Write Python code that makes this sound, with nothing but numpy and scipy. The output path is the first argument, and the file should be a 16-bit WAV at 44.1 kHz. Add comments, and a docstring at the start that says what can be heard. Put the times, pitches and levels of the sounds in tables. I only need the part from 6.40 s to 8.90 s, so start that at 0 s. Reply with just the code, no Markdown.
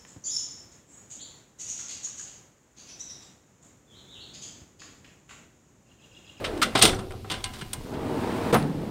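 """A steel tool-chest drawer rolls in, trips its latch and slams shut; the tools inside jump.
A hand works the latch of the drawer below, which rumbles out on ball-bearing slides,
thuds as the slides reach their next stage and rolls on slowly. Each blow is a spray of tiny
contacts that rings the steel panels; ticking bearings make the rumble and hiss. Close, in a garage."""
import sys
import numpy as np
from scipy import signal
from scipy.io import wavfile
from scipy.ndimage import uniform_filter1d

SR = 44100
rng = np.random.default_rng(int(sys.argv[2]) if len(sys.argv) > 2 else 0)


def inscribe(sig):
    """Save sig as 16-bit PCM at rate SR to the path in sys.argv[1].

    A 1-D sig is mono; a 2-D sig holds one channel per row.
    Samples are clipped to [-1, 1] before scaling.
    """
    pcm = np.round(np.clip(np.atleast_2d(sig).T, -1, 1) * 32767)
    wavfile.write(sys.argv[1], SR, pcm.astype(np.int16))


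N = 110250

# Modes of latch bar, chest, drawer, drawer front and two loose tools.
# Each row: frequency in Hz, relative level in dB, T60 in seconds.
LATCH = [(1215, -2, .07), (1330, 1, .09), (1448, -6, .1), (1949, -17, .17), (3214, -19, .15),
         (7413, -17, .05)]
CHEST = [(87, -13, 0.71), (101.9, -13.5, 1.44), (143, -22, 0.22), (231.4, 2, 0.11), (323.5, 5, 0.18),
         (427, 4, 0.14)]
DRAWER = [(95, -15, .7), (144, -6, .38), (182, -12, .25), (222, -9, .35), (235, -11, .4), (335, -6, .12),
          (478, 5, .09), (645, -8, .17), (788, -12, .15), (1369, -13, .17), (1445, -14, .17)]
FRONT = [(743, -9, .8), (790, -8, .4), (1012, 0, .3), (1599, -7, .3), (2136, 0, .2), (2444, -4, .15),
         (2870, -3, .2), (2900, -4, .25), (3192, -6, .17), (4086, -2, .13), (4500, 2, .06), (8170, 1, .08),
         (8290, 0, .09), (9010, -2, .08)]
SOCKET = [(10420, 0, .17)]
WRENCH = [(5900, 0, .03), (6080, -3, .025), (13950, -12, .025)]


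def amp(db):
    """Decibels to gain."""
    return 10 ** (np.asarray(db) / 20)


def unit(x):
    """Scales to rms 1."""
    return x / np.sqrt(np.mean(x ** 2) + 1e-20)


def read(points, hz):
    """Interpolates a table on a log-frequency axis."""
    points_hz, value = np.transpose(points)
    return np.interp(np.log(hz + 1), np.log(points_hz + 1), value)


def add(mix, start_s, sound):
    """Mixes a sound in at start_s."""
    part = mix[max(0, round(start_s * SR)):][:len(sound)]
    part += sound[:len(part)]


def colour(x, spectrum, keep_power=True, size=8192):
    """Minimum-phase filter from (Hz, dB) points; keep_power holds the power of white noise."""
    gain = amp(read(spectrum, abs(np.fft.fftfreq(size, 1 / SR))))
    log_gain = np.log((unit(gain) if keep_power else gain) + 1e-6)
    taps = np.fft.ifft(np.exp(np.conj(signal.hilbert(log_gain)))).real[:size // 2]
    return signal.fftconvolve(x, taps)[:len(x)]


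def grains(count, spread_db, grain_samples):
    """Noise with a random level per grain, rms 1."""
    noise = rng.standard_normal(count)
    level_db = spread_db * np.repeat(rng.standard_normal(count), grain_samples)[:count]
    return unit(noise * amp(level_db))


def garage(level_db=-42.5):
    """Low steady room noise."""
    # Each row: frequency in Hz, relative density in dB.
    spectrum = [(20, -12), (32, 7.5), (50, -16), (75, 0), (98, 3.5), (125, -4), (160, -19), (210, -2.5),
                (300, -14.5), (385, -11), (480, -19), (1300, -39), (2600, -29), (4000, -28), (6400, -36),
                (14000, -40), (16000, -50)]
    return amp(level_db) * unit(colour(rng.standard_normal(N + SR), spectrum)[SR:])


def bearings(ticks_per_s=4000, spread_db=2):
    """Balls tick over the grain of a rail."""
    strength = rng.standard_normal(N) * amp(spread_db * rng.exponential(1, N))
    return strength * (rng.random(N) < ticks_per_s / SR)


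def roll(travel, body, rumble_edge_hz=1310, smooth_gain=2.4):
    """Bearings shake the drawer body into a rumble and hiss on the rails."""
    # Each row: frequency in Hz, relative density in dB.
    hiss_spectrum = [(200, -35), (700, 5.5), (1200, 1), (2000, -4.5), (4000, -12), (6500, -20.5),
                     (9000, -18), (11000, -27.5), (16000, -25)]
    times_s, rumble_db, hiss_db = np.transpose(travel)
    t = np.arange(N) / SR
    moving = uniform_filter1d(((t >= times_s[0]) & (t <= times_s[-1])) * 1., size=600)
    lowpass = signal.butter(4, rumble_edge_hz, fs=SR, output="sos")
    rumble = unit(signal.sosfilt(lowpass, colour(bearings(), body)))
    hiss = unit(colour(unit(bearings()) + smooth_gain * rng.standard_normal(N), hiss_spectrum))
    rumble *= amp(np.interp(t, times_s, rumble_db))
    hiss *= amp(np.interp(t, times_s, hiss_db))
    return moving * (rumble + hiss)


def upper_drawer():
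    """The upper drawer rolls in on its slides."""
    # Each row: time in seconds, rumble in dB, hiss in dB.
    travel = [(0, -38.5, -43.5), (.09, -34, -44), (.2, -38.5, -43), (.28, -38, -55), (.35, -49, -42),
              (.43, -49, -63)]
    # Drawer response. Each row: frequency in Hz, relative gain in dB.
    body = [(35, -39), (60, -27.5), (178, -3), (349, 4), (618, 4), (817, -8.5), (946, -19), (1050, -42),
            (1580, -25.5), (2000, -48), (2600, -34), (4400, -120)]
    return roll(travel, body)


def rail_hum(width_hz=100):
    """Narrow-band bearing noise, sinking in pitch as the upper drawer slows."""
    # Each row: time in seconds, pitch in Hz, level in dB.
    glide = [(0, 601.6, -43.5), (.09, 480, -41.5), (.18, 309.6, -35), (.25, 233, -35.5), (.33, 211, -47),
             (.38, 200, -60)]
    times_s, pitch_hz, level_db = np.transpose(glide)
    t = np.arange(N) / SR
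    lowpass = signal.butter(2, width_hz / 2, fs=SR, output="sos")
    flutter = signal.sosfilt(lowpass, rng.standard_normal(N) + 1j * rng.standard_normal(N))
    cycles = np.cumsum(np.interp(t, times_s, pitch_hz)) / SR
    hum = unit((flutter * np.exp(2j * np.pi * cycles)).real)
    return hum * np.interp(t, times_s, amp(level_db), right=0)


def wash(count):
    """Dense ringing of chest and garage; the treble dies first."""
    # Each row: frequency in Hz, T60 in seconds.
    decay = [(80, 0.91), (350, 0.96), (1000, 0.46), (3000, 0.25), (8000, 0.28), (15000, 0.22)]
    hz, t, bins = signal.stft(rng.standard_normal(count), SR, nperseg=256)
    fade = amp(-60 * t / read(decay, hz)[:, None])
    return signal.istft(bins * fade, SR, nperseg=256)[1][:count]


def blow(chatter_s, ring_db, band_db, full_ring_s=0.035, wash_db=-12, panel_db=-16, attack_share=0.21):
    """Tiny steel contacts die away; a longer spray starts softer and rings the panels more."""
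    # Each row: frequency in Hz, relative density in dB.
    steel_spectrum = [(29, 11), (50, -47.5), (122, -3), (298, -8), (337, -6.5), (615, -11), (765, -6),
                      (863, -12), (927, -8), (1300, -6.5), (1910, -12), (2060, -8), (2440, -9.5),
                      (3500, -6), (6870, -16.5), (9180, -11), (10600, -28.5), (12900, -26.5), (16000, -37)]
    # Sheet-steel modes. Each row: frequency in Hz, relative level in dB, T60 in seconds.
    panel_modes = [(377, -12, .9), (772, -2, .25), (1325, -6, .2), (2023, -9, .3), (2781, -4, .25),
                   (3057, -6, .22), (3190, -5, .22), (3392, -6, .25), (3416, -6, .25), (3597, -5, .25),
                   (4904, -8, .2), (5381, -10, .2), (8230, -6, .12), (9040, -2, .14)]
    # Frequencies at which band_db applies.
    bands_hz = [150, 550, 1500, 3800, 9000, 13000]
    t = np.arange(SR) / SR
    chatter = grains(SR, spread_db=1.5, grain_samples=30) * np.exp(-t / chatter_s)
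    build_up = amp(ring_db) * np.sqrt(chatter_s / full_ring_s) * (1 - np.exp(-2 * t / chatter_s))
    steel = colour(chatter + amp(wash_db) * build_up * wash(SR), steel_spectrum)
    panels = amp(panel_db) * build_up * ring(panel_modes, t)
    attack = 1 - np.exp(-t / (attack_share * chatter_s))
    return colour((steel + panels) * attack, list(zip(bands_hz, band_db)), keep_power=False)


def ring(modes, t):
    """Struck modes: decaying sines of random sign."""
    return sum(rng.choice([-1, 1]) * amp(db - 60 * t / t60_s) * np.sin(2 * np.pi * hz * t)
               for hz, db, t60_s in modes)


def impacts(highpass_hz=60):
    """Steel strikes steel; the thin sheet radiates no deep bass."""
    # Upper drawer closing, hand at the latch, lower slides reaching their next stage. Each row:
    # start in seconds, chatter decay in seconds, relative ring in dB, six band gains in dB, low to high.
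    blows = [ (0.041, 0.017, 1, -36, -33, -18, -21.5, -30, -29),
             (0.1752, 0.0043, -14, -40, -23, -28, -37, -36, -33),
             (0.216, .012, -1.5, -29, -24, -4, -17, -18, -12),
             (0.225, 0.01, 1.5, -31, -22, -15.5, -11, -15, -12),
             (.351, 0.013, 2, -7, -4.5, -10, -12, -19.5, -20),
             (0.375, 0.0081, 8, -28, -37, -18, -16.5, -21.5, -23),
             (0.389, 0.0085, -5, -22, -6.5, -20, -18, -19, -12),
             (0.413, 0.015, -11, -6, -22, -11, -8, -15, -30),
             (0.422, 0.0067, 2, -10, -14, -6.5, -6.5, 2.5, 5),
             (.428, .016, 4.5, -10, -4, -13.5, -4.5, -10.5, -7),
             (0.453, 0.0029, 3, -5.5, -6, -8, -1.5, -4.5, -2),
             (0.459, 0.0042, -6, -14, -18, -4, -21, -2.5, -13),
             (0.472, 0.014, -10, -13, -16, -22, -18, -23, -14),
             (.492, 0.0049, -15, -16, -14, -17, -16.5, -25, -24),
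             (.505, 0.0018, -14, -34, -17, -31, -22, -40, -35),
             (.531, .007, 0, -23, -26, -15, -36, -42, -42),
             (0.588, 0.0094, 5.5, -24, -23, -28, -36, -33.5, -38),
             (.707, 0.0053, 5, -47, -20.5, -26.5, -44, -40.5, -36),
             (0.721, 0.0022, -15, -56, -55, -31, -35, -38, -31),
             (.737, 0.0052, -6, -44, -16, -37, -63, -62, -66),
             (0.846, 0.0038, 8.5, -28, -26, -30, -47.5, -52, -59),
             (.875, 0.028, -8, -64, -39, -46, -49, -51, -55),
             (.899, .008, 7.5, -28, -18.5, -23, -21.5, -27, -22),
             (.913, 0.01, 0, -17, -27, -18.5, -19.5, -26.5, -25),
             (0.92, 0.0029, -2, -26, -25, -25, -26, -20, -19),
             (.939, .008, 4, -26, -32, -23.5, -28, -33, -39),
             (.960, .005, -6, -37, -43, -27, -36, -45, -42), (.981, .005, -3, -45, -41, -38, -38, -42, -46),
             (1.005, 0.0046, -9, -37, -30, -31, -35, -42, -48),
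             (1.0403, 0.0055, -8, -21, -38, -26, -17.5, -15.5, -23),
             (1.056, 0.0085, 2, -25, -33, -27.5, -30, -39, -28),
             (1.132, 0.026, -12, -44, -41, -34, -35, -37, -48),
             (1.185, 0.02, -6, -36, -36, -38.5, -40, -39, -43),
             (1.211, 0.0059, -3, -13, -39, -26.5, -32, -33, -31),
             (1.22, 0.0044, -6, -12, -29, -28.5, -31, -45, -36),
             (1.3309, 0.0067, -9, -52, -23.5, -28.5, -26, -14, -11),
             (1.375, 0.012, 6.5, -16, -46, -56, -62, -55, -52),
             (1.537, 0.0066, 7, -19, -34, -29.5, -36.5, -44, -48),
             (2.126, 0.011, -9, -21, -14, -14.5, -24.5, -23, -16),
             (2.142, 0.005, -3.5, -8.5, 0, -12, -16.5, -18.5, -1.5),
             (2.149, .008, -7, -14, -1.5, -5.5, -30.5, -31, -14),
             (2.158, 0.0092, -0.5, -6, -7, -11, -36, -44, -23),
             (2.226, 0.0017, -10, -43, -35, -37, -29, -30, -30)]
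    out = np.zeros(N)
    for start_s, chatter_s, ring_db, *band_db in blows:
        add(out, start_s, blow(chatter_s, ring_db, band_db))
    return signal.sosfilt(signal.butter(4, highpass_hz, "highpass", fs=SR, output="sos"), out)


def knocked_parts(rise_s=0.0039):
    """Latch, chest, drawer and loose tools ring on after a knock."""
    # Each row: start in seconds, gain in dB, modes of the part.
    knocks = [(.218, -13, LATCH), (.432, -20, CHEST), (.914, -39, FRONT), (1.041, -37, FRONT),
              (1.213, -47, FRONT), (1.333, -46, FRONT), (.546, -29, WRENCH), (2.127, -13, DRAWER),
              (2.160, -35, SOCKET)]
    out = np.zeros(N)
    t = np.arange(SR) / SR
    for start_s, gain_db, modes in knocks:
        add(out, start_s, amp(gain_db) * ring(modes, t) * (1 - np.exp(-t / rise_s)))
    return out


def shudder(start_s=0.44, gain_db=-28, rise_s=0.023, t60_s=0.97):
    """The loaded chest rocks after the slam and settles."""
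    # Each row: frequency in Hz, relative density in dB.
    spectrum = [(15, -4), (33, 3), (48, -11), (62, -3), (85, 0), (103, 2), (125, -10), (180, -25),
                (400, -55)]
    age_s = np.maximum(np.arange(N) / SR - start_s, 0)
    rocking = unit(colour(rng.standard_normal(N), spectrum))
    return rocking * amp(gain_db - 60 * age_s / t60_s) * (1 - np.exp(-age_s / rise_s))


def fingers():
    """Faint grainy friction of skin sliding on the aluminium handle."""
    # Each row: time in seconds, level in dB.
    rub = [(.85, -68), (.95, -54), (1.15, -49.5), (1.299, -53), (1.48, -51.5), (1.55, -57)]
    # Each row: frequency in Hz, relative density in dB.
    spectrum = [(200, 2), (1000, 5.5), (3500, -2), (6500, -4.5), (9000, -6), (11000, -11.5), (16000, -11)]
    times_s, level_db = np.transpose(rub)
    friction = colour(grains(N, spread_db=3, grain_samples=60), spectrum)
    return friction * np.interp(np.arange(N) / SR, times_s, amp(level_db), left=0, right=0)


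def lower_drawer():
    """The lower drawer rolls out, then slowly on along the second stage of its slides."""
    # Travel per stage. Each row: time in seconds, rumble in dB, hiss in dB.
    first_travel = [(1.33, -52.5, -44.5), (1.45, -45.5, -73), (1.53, -34, -50), (1.63, -30.5, -43.5),
                    (1.8, -29, -38.5), (2.0, -31, -37.5), (2.12, -28.5, -35)]
    second_travel = [(2.13, -25, -26), (2.25, -31, -44), (2.35, -33, -49.5), (2.5, -31.5, -47)]
    # Drawer response per stage. Each row: frequency in Hz, relative gain in dB.
    first_body = [(35, -46), (60, -15), (92, -2.5), (160, -4.5), (228, 0.5), (489, -2.5), (550, -12),
                  (618, -4), (716, -15), (867, -9.5), (1150, -17.5), (1350, -21), (2000, -20), (2600, -45),
                  (4400, -120)]
    second_body = [(35, -53), (60, -28), (108, -23), (141, 0.5), (256, -3), (284, 2), (315, -6.5),
                   (511, -9), (542, -12), (737, -21), (842, -16), (1230, -31), (2000, -26), (2600, -55),
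                   (4400, -120)]
    return roll(first_travel, first_body) + roll(second_travel, second_body)


def scene():
    """Two drawers, chest, hand and room, in mono."""
    rolling = upper_drawer() + lower_drawer()
    strikes = impacts() + knocked_parts()
    return (rolling + strikes + fingers() + garage() + shudder() + rail_hum())[None]


def record(dry):
    """Full-scale clipping, then a low-pass."""
    cutoff_hz = 15850
    lowpass = signal.firwin(511, cutoff_hz, window=("kaiser", 8), fs=SR)
    return signal.oaconvolve(np.clip(dry, -1, 1), lowpass[None], "same")


dry = scene()
out = record(dry)
inscribe(out)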